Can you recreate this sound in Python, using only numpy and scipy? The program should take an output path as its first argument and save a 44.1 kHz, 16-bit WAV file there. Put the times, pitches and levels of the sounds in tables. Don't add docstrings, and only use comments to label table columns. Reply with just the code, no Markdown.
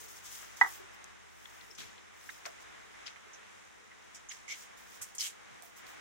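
import sys
import numpy as np
from scipy import signal
from scipy.fft import rfft, irfft
from scipy.io import wavfile
from scipy.ndimage import uniform_filter1d

SR = 44100
rng = np.random.default_rng(int(sys.argv[2]) if len(sys.argv) > 2 else 0)


def file_out(sig):
    cols = np.atleast_2d(sig).T
    lim = np.clip(cols, -1, 1)
    pcm = np.round(lim * 32767).astype(np.int16)
    wavfile.write(sys.argv[1], SR, pcm)


N = 264820
T = np.arange(N) / SR
SIDES = np.array([[.5], [-.5]])

# t/s, mean level of the shared room tone/dB, mean level of the motor's lowest hum/dB
BACKGROUND = [(0.0, -58.5, -59), (0.5, -56.5, -63), (0.7, -55.5, -61), (0.9, -59, -64), (1.8, -57, -63),
              (2.1, -57.5, -67), (3.0, -57.5, -73), (3.56, -59.5, -72), (4.4, -58.5, -69), (5.0, -59, -70),
              (5.6, -59.5, -73), (6.0, -57, -75)]


def undb(db):
    return 10 ** (np.asarray(db) / 20)


def unit(x):
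    return x / np.sqrt(np.mean(x ** 2))


def ring(x, hz, width_hz):
    b, a = signal.iirpeak(hz, hz / width_hz, fs=SR)
    return signal.lfilter(b, a, x)


def steep(x, hz, width_hz):
    return ring(ring(x, hz, width_hz), hz, width_hz)


def coloured(points):
    hz, db = np.transpose(points)
    f = np.maximum(np.fft.rfftfreq(N, 1 / SR), 1)
    gain = undb(np.interp(np.log(f), np.log(hz), db))
    return irfft(rfft(rng.standard_normal(N)) * gain, N)


def walk(rate):
    k = int(SR / rate)
    steps = np.repeat(rng.standard_normal(N // k + 1), k)
    return uniform_filter1d(steps, k)[:N]


def grit(n, spread_db, grain_s):
    k = max(int(grain_s * SR), 1)
    size_db = spread_db * np.minimum(rng.exponential(size=n // k + 1), 3)
    size = np.repeat(undb(size_db), k)[:n]
    return unit(rng.standard_normal((2, n)) * size)


def fade(t, t60):
    return 1000. ** (-np.maximum(t, 0) / t60)


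def swell(start, rise, hold, t60):
    return np.clip((T - start) / rise, 0, 1) * fade(T - start - rise - hold, t60)


def add(out, start, x):
    i = int(start * SR)
    out[:, i:i + x.shape[-1]] += x[..., :N - i]


def ports(shared, opposed):
    return np.array([shared + opposed, shared - opposed])


def room_tone():
    # f/Hz, relative level/dB
    shared_shape = [(24, -8), (40, -15), (55, -4), (95, -10.5), (140, -12.5), (240, -15), (400, -10),
                    (620, -8), (780, -3), (1200, 0), (2050, 1), (2700, -6), (3830, -8.5), (4340, -17),
                    (6490, -12), (16000, -38.5)]
    opposed_shape = [(18, -28), (30, -4), (59, -7), (141, -13), (240, -6.5), (300, -8), (364, -4.5),
                     (486, -9.5), (620, -5.5), (2230, -8.5), (4530, -22.5), (6900, -21.5), (16000, -45)]
    start, level_db, _ = np.transpose(BACKGROUND)
    gain = undb(np.interp(T, start, level_db) + 1.84 * walk(7.1))
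    shared = gain * unit(coloured(shared_shape))
    opposed = gain * unit(coloured(opposed_shape)) * undb(1.5)
    return ports(shared, opposed)


def hum_lines(turns, lines):
    shared, opposed = np.zeros(N), np.zeros(N)
    for multiple, first_db, last_db, shared_db in lines:
        level_db = first_db + (last_db - first_db) * T / T[-1] + 1.5 * walk(2.68)
        wave = np.sin(2 * np.pi * (multiple * turns + rng.random()))
        tone = undb(level_db) * unit(wave)
        shared = shared + undb(shared_db) * tone
        opposed = opposed + tone
    return ports(shared, opposed)


def mains_hum():
    mains_lines = [(2, -72, -79, -12), (4, -75, -76.5, -11.5), (6, -79.5, -77, -8), (8, -72, -95, -13),
                   (10, -95, -77, -1)]
    mains_hz = 49.93
    return hum_lines(mains_hz * T, mains_lines)


def motor_hum():
    motor_lines = [(2, -80, -76, -15), (4, -84, -76, -14.5), (6, -75.5, -88, -12.5), (8, -86, -80.5, -3)]
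    motor_hz = 54.8
    turns = motor_hz * (T + np.cumsum(0.0018 * walk(3)) / SR)
    start, _, level_db = np.transpose(BACKGROUND)
    gain = undb(np.interp(T, start, level_db) + 1.2 * walk(6))
    lowest = gain * unit(np.sin(2 * np.pi * turns))
    return ports(0, lowest) + hum_lines(turns, motor_lines)


def upper_hum():
    # f/Hz, opposed level before the swells/dB, shared part relative to opposed/dB, width/Hz
    hum_bands = [(383, -72.5, -0.5, 24), (438, -73.5, 4.5, 14), (497, -75.5, 1.5, 30)]
    # t at the end of the rise/s, level relative to the bands' level/dB
    hum_swells = [(0.02, 1), (0.62, -1.5), (1.8, 0), (2.0, -8), (2.46, -5), (2.85, -5), (3.35, -9),
                  (3.8, -3.5), (4.0, -11), (4.92, -14), (5.6, -3)]
    rise_s, fade_t60_s = 0.045, 0.4
    strength = undb(-19.5)
    for peak_s, swell_db in hum_swells:
        strength = strength + undb(swell_db) * swell(peak_s - rise_s, rise_s, 0, fade_t60_s)
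    shared, opposed = np.zeros(N), np.zeros(N)
    for hz, db, shared_db, width_hz in hum_bands:
        tone = undb(db) * strength * unit(ring(rng.standard_normal(N), hz, width_hz))
        shared = shared + undb(shared_db) * tone
        opposed = opposed + tone
    return ports(shared, opposed)


def crackle(bands):
    layers = [undb(db) * steep(grit(N, 2.34, 0.0048), hz, width_hz) for hz, width_hz, db in bands]
    return unit(sum(layers))


def rustle():
    # f/Hz, width of one filter pass/Hz, relative level/dB
    body_bands = [(3270, 1500, -2.5), (5500, 1850, -1), (6480, 2000, 0.5), (7870, 3850, -5.5)]
    treble_bands = [(8800, 8100, 0.5), (12700, 3500, -4.5), (15250, 2400, 4)]
    # t/s, rise/s, hold/s, fade t60 of the body/s, level of the body/dB,
    # treble relative to body/dB, left minus right/dB
    stirrings = [(0.0, 0.00085, 0.011, 0.49, -54, 1, 3), (0.026, 0.013, .012, .2, -56, 0, 0),
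                 (0.076, 0.011, .02, 0.82, -56, 1, 2), (0.145, 0.017, .01, .28, -55.5, -2, 2),
                 (0.223, 0.038, 0.0056, 0.35, -49.5, -5, 4), (0.283, 0.037, .04, 1.08, -50.5, -1.5, 2.5),
                 (0.561, 0.01, 0.0041, 0.51, -53, -4.5, 0), (0.618, .004, 0.011, .6, -54.5, -2, 1),
                 (0.651, 0.021, 0.085, 0.34, -55, 2, 0), (0.918, 0.023, 0.005, 0.19, -63.5, -3, -2),
                 (1.22, 0.22, 0.27, 0.5, -64, -3, 1.5), (1.843, 0.054, 0.62, 1.1, -72, -27, -3),
                 (2.12, 0.2, 0.01, 0.7, -58.5, -1.5, 4), (2.447, 0.008, 0.011, 0.39, -57, -3.5, -1),
                 (2.598, 0.01, 0.011, 0.15, -61, -9, -6), (4.312, 0.014, 0.018, 0.5, -55.5, -12, -3),
                 (4.527, 0.033, 0.072, 0.27, -54, -6.5, -1.5), (4.763, 0.011, 0.018, 0.86, -63, 0.5, -2.5),
                 (4.815, 0.14, 0.01, 0.3, -58, -1.5, -2), (5.04, 0.019, 0.032, 0.45, -62, -4, -2),
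                 (5.617, 0.015, 0.013, 0.46, -67.5, 10, -5), (5.754, 0.019, 0.005, 0.25, -57.5, 0.5, -0.5),
                 (5.848, 0.035, 0.019, 0.4, -60, -0.5, 1)]
    treble_fade_share = 0.61
    body = crackle(body_bands)
    treble = crackle(treble_bands)
    body_power = undb(-67.5 - walk(13)) ** 2
    treble_power = body_power * undb(-13.5 - walk(9)) ** 2
    for start, rise, hold, t60, db, treble_db, pan_db in stirrings:
        port_db = db + SIDES * pan_db
        body_swell = swell(start, rise, hold, t60) * undb(port_db)
        treble_swell = swell(start, rise, hold, treble_fade_share * t60) * undb(port_db + treble_db)
        body_power = body_power + body_swell ** 2
        treble_power = treble_power + treble_swell ** 2
    return np.sqrt(body_power) * body + np.sqrt(treble_power) * treble


def squeak():
    # t/s, mean f/Hz, peak level/dB
    glide = [(2.8, 8300, -90), (2.85, 9300, -78), (2.9, 9450, -72), (2.95, 9500, -66), (2.97, 9650, -78),
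             (3.0, 9500, -75), (3.03, 9100, -76), (3.06, 8100, -85)]
    start, hz, db = np.transpose(glide)
    pitch_hz = np.interp(T, start, hz) * (1 + .002 * walk(200))
    tone = np.sin(2 * np.pi * np.cumsum(pitch_hz) / SR)
    gain = undb(np.interp(T, start, db, left=-200, right=-200))
    return ports(0, tone * gain)


def thuds():
    bumps = [(0.608, -46, 527, 90, 0.14, -3), (0.612, -44, 320, 220, 0.18, -13.5),
             (0.79, -55, 378, 60, 0.37, -7), (1.68, -63, 406, 120, 0.34, -1.5),
             (1.781, -52, 170, 200, 0.56, -22), (1.788, -60, 345, 60, 0.28, -9),
             (2.457, -46, 670, 120, 0.2, -5), (2.458, -57, 460, 90, 0.22, -5),
             (3.26, -63.5, 413, 80, 0.4, -2), (4.998, -63, 105, 90, .2, -5), (1.84, -59, 70, 60, 0.27, -8),
             (5.485, -68, 720, 250, 0.12, 10), (5.5, -59.5, 150.4, 151, 0.29, -11),
             (5.615, -58.5, 710, 200, 0.41, -2)]
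    out = np.zeros((2, N))
    t = np.arange(int(.4 * SR)) / SR
    for start, db, hz, width_hz, t60, shared_db in bumps:
        shared = unit(steep(rng.standard_normal(len(t)), hz, width_hz))
        opposed = unit(steep(rng.standard_normal(len(t)), hz, width_hz))
        shape = fade(t, t60) * np.clip(t / 0.0056, 0, 1)
        add(out, start, undb(db) * shape * ports(undb(shared_db) * shared, opposed))
    return out


def fibres(n, hz, width_hz):
    places = np.linspace(-.5, .5, num=5) + 0.094 * rng.standard_normal(5)
    fibre_hz = hz + 0.66 * places * width_hz
    return unit(sum(steep(grit(n, 3.6, .0012), f, 0.68 * width_hz) for f in fibre_hz))


def scuffs():
    contacts = [(1.775, 0.009, 0.02, 0.4, -51, 2680, 2860, 2, 6300, 2780, -8, 1.5),
                (3.054, 0.011, 0.012, 0.2, -52, 2350, 2200, 2, 5700, 2510, -26, 0.5),
                (3.331, 0.0031, 0.012, .1, -53, 3000, 1000, -15, 6130, 1200, -29, -1),
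                (4.143, 0.0068, 0.0064, 0.13, -49.5, 3030, 1000, -14, 6630, 3000, -14, -2),
                (4.292, 0.0048, 0.0064, 0.15, -49, 3100, 1000, -7, 6400, 600, -24, -2),
                (4.299, 0.01, 0.01, 0.14, -51, 2060, 600, 1.5, 6100, 3060, -17, -2),
                (4.476, 0.007, 0.045, 0.14, -50.5, 2190, 350, 2.5, 6500, 2220, -19, -5),
                (4.496, 0.017, 0.014, 0.072, -44, 2210, 220, -0.5, 5850, 1400, -16, 0.5),
                (4.479, 0.028, 0.03, 0.14, -59.5, 3070, 1800, 11, 4850, 2010, -5, 3),
                (5.011, 0.011, 0.0044, 0.12, -41, 2150, 2520, -12.5, 7030, 2940, -3, -2),
                (5.148, 0.002, .008, 0.17, -52, 2500, 1000, -25, 7400, 4000, -3, -2),
                (5.188, 0.0037, 0.067, 0.1, -48.5, 3170, 380, 2.5, 5940, 1500, -3.5, 5.5),
                (5.192, 0.0065, 0.017, 0.12, -39, 2180, 600, -14, 5700, 2250, -9.5, -5),
                (5.196, 0.026, 0.049, 0.17, -41.5, 3000, 2220, -3, 6900, 3500, -6.5, -1.5)]
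    out = np.zeros((2, N))
    t = np.arange(int(.4 * SR)) / SR
    for (start, rise, hold, t60, db, low_hz, low_width_hz, low_db,
         high_hz, high_width_hz, treble_db, pan_db) in contacts:
        high = fibres(len(t), high_hz, high_width_hz)
        low = undb(low_db) * fibres(len(t), low_hz, low_width_hz)
        treble = undb(treble_db) * fibres(len(t), 10700, 7900)
        shape = np.clip(t / rise, 0, 1) * fade(t - rise - hold, t60)
        add(out, start, shape * (high + low + treble) * undb(db + SIDES * pan_db))
    return out


def taps():
    touches = [(0.428, -40.5, 1490, 4, 1200, 0.12), (1.0422, -33.5, 6400, 0, 3430, 0.0061),
               (1.4548, -43, 3440, 12, 600, 0.025), (1.456, -42, 1870, 6, 800, 0.022),
               (1.61, -44, 3500, 5, 1500, 0.04), (1.706, -45, 5440, 12, 400, 0.066),
               (1.75, -43, 5900, 5, 2620, 0.082), (1.785, -42, 6160, 3, 900, .04),
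               (1.803, -47, 5300, 3, 800, .04), (1.79, -40, 3500, 5, 900, .05),
               (1.81, -43, 3900, 7, 700, .04), (1.819, -45, 5900, 3, 900, 0.034),
               (1.784, -49, 1550, -3, 600, .03), (1.797, -51, 2500, 3, 700, .03),
               (1.806, -45, 2800, 3, 600, .03), (1.812, -42, 1500, -4, 900, 0.06),
               (1.827, -49, 2310, 6, 700, .03), (1.833, -46, 1550, -5, 600, .05),
               (1.893, -44.5, 3100, 7, 1200, 0.022), (1.979, -46, 3260, 5, 1500, 0.09),
               (2.2909, -34, 1820, -7, 700, 0.018), (2.2928, -32.5, 1890, -3.5, 600, 0.025),
               (2.2965, -46, 2150, -3, 700, 0.02), (2.294, -44, 1300, -3, 500, 0.034),
               (2.301, -47, 3750, 8, 500, .012), (2.4546, -30, 1870, 9.5, 2290, 0.01),
               (2.458, -32.5, 1300, -2, 1560, 0.12), (2.4586, -35.5, 5760, 14.5, 2470, 0.04),
               (3.0645, -40, 3100, 15, 1500, 0.027), (3.0693, -32.5, 3000, 6, 1500, 0.0064),
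               (3.064, -45, 5300, 10, 1200, .015), (3.07, -34.5, 5100, 9, 1000, 0.0091),
               (3.0825, -44, 4600, 10, 1000, .015), (3.066, -53, 1700, -5, 1000, .05),
               (3.0787, -35, 2930, 9, 1500, 0.02), (3.079, -48, 1500, -5, 900, 0.044),
               (3.083, -39, 3520, 9, 1200, 0.025), (3.1592, -41, 2050, -3, 700, 0.04),
               (3.164, -46, 1510, -10, 1200, .12), (3.401, -51, 1480, -6, 920, 0.041),
               (3.915, -44, 1860, -4, 900, 0.085), (4.288, -39, 6560, -6, 1500, 0.014),
               (4.2925, -36, 6600, -10, 600, .025), (4.2975, -38, 6700, -7, 600, .025),
               (4.313, -37.5, 2850, 4, 1200, 0.052), (4.3165, -48, 4000, 5, 4500, 0.0027),
               (4.321, -32, 3940, 3, 4500, 0.0038), (4.367, -51, 6030, -2, 1200, .015),
               (4.4925, -38, 6200, -1, 2500, .012), (5.012, -38.5, 1390, 1, 1200, 0.055),
               (5.017, -33.5, 7000, 2, 6700, 0.02), (5.152, -39, 7900, -.5, 4500, 0.018),
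               (5.1823, -24.5, 6400, -4, 1900, 0.034), (5.1855, -28, 6000, 3, 1500, 0.03),
               (5.207, -23.5, 5760, 0, 2500, .02), (5.215, -26, 5200, 5, 2000, 0.023),
               (5.226, -32, 4500, 2, 3500, 0.017), (5.241, -33, 6000, -5, 1500, 0.016),
               (5.258, -37.5, 2180, -4, 500, 0.056), (5.276, -37, 6800, -2, 1500, .02),
               (5.623, -44.5, 8300, -19, 6360, 0.011), (5.8661, -44, 4300, 7, 5600, 0.034)]
    out = np.zeros((2, N))
    t = np.arange(int(.2 * SR)) / SR
    for start, db, hz, pan_db, width_hz, t60 in touches:
        blow = grit(len(t), 2.3, 0.00053) * fade(t, t60)
        blow[0, 0] = blow[1, 4] = undb(5.5)
        burst = steep(blow, hz, width_hz)
        burst = burst / np.abs(burst).max()
        add(out, start, burst * undb(db + SIDES * pan_db))
    return out


def knock():
    # t/s, level/dB
    blows = [(0.6114, -19), (0.6144, -26), (0.628, -39), (0.645, -40), (0.66, -41.5)]
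    # f/Hz, level relative to the blow/dB, fade t60/s, left minus right/dB
    modes = [(771, -4, 0.072, -6), (864, 3.5, 0.046, -4.5), (956, -5.5, 0.056, -12), (1040, -13, 0.068, 0),
             (1140, -1.5, 0.05, 4), (1316, -11, 0.084, 3), (1490, -8, 0.087, -4), (1600, -7, 0.05, -7),
             (1785, -2.5, 0.037, -4), (1236, -5, 0.044, -5), (1920, -8, 0.13, -4), (1962, 7.5, 0.067, -5.5),
             (2120, -13, 0.043, -3), (3540, -40, 0.043, -3)]
    lag_s, push_s, right_late_s = 0.000086, 0.0011, 0.00079
    out = np.zeros((2, N))
    t = np.arange(int(.5 * SR)) / SR
    push = np.clip((t - (.5 - SIDES) * right_late_s) / push_s, 0, 1)
    contact = np.sin(np.pi / 2 * push) ** 2
    body = np.zeros((2, len(t)))
    for k, (hz, db, t60, pan_db) in enumerate(modes):
        phase = 2 * np.pi * hz * (t + SIDES * lag_s) + SIDES * 700 / hz
        body += (-1) ** k * undb(db + SIDES * pan_db) * fade(t, t60) * np.sin(phase)
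    for start, blow_db in blows:
        add(out, start, contact * body * undb(blow_db))
    first = blows[0][0]
    crack = unit(steep(grit(len(t), 1.5, 0.003), 2800, 6100))
    add(out, first, undb(-38.5) * fade(t, 0.078) * crack)
    echo = sum(undb(0.5 * db) * unit(steep(rng.standard_normal((2, len(t))), hz, 100)) for hz, db, *_ in modes)
    add(out, first, undb(-26) * np.clip(t / 0.0057, 0, 1) * fade(t, 0.21) * unit(echo))
    return out


def scene():
    background = room_tone() + mains_hum() + motor_hum() + upper_hum()
    return background + rustle() + squeak() + thuds() + scuffs() + taps() + knock()


def record(dry):
    bass_cut = signal.butter(2, 47, "high", fs=SR, output="sos")
    top_cut = signal.ellip(10, .2, 75, 15800, fs=SR, output="sos")
    return signal.sosfilt(top_cut, signal.sosfilt(bass_cut, dry))


dry = scene()
out = record(dry)
file_out(out)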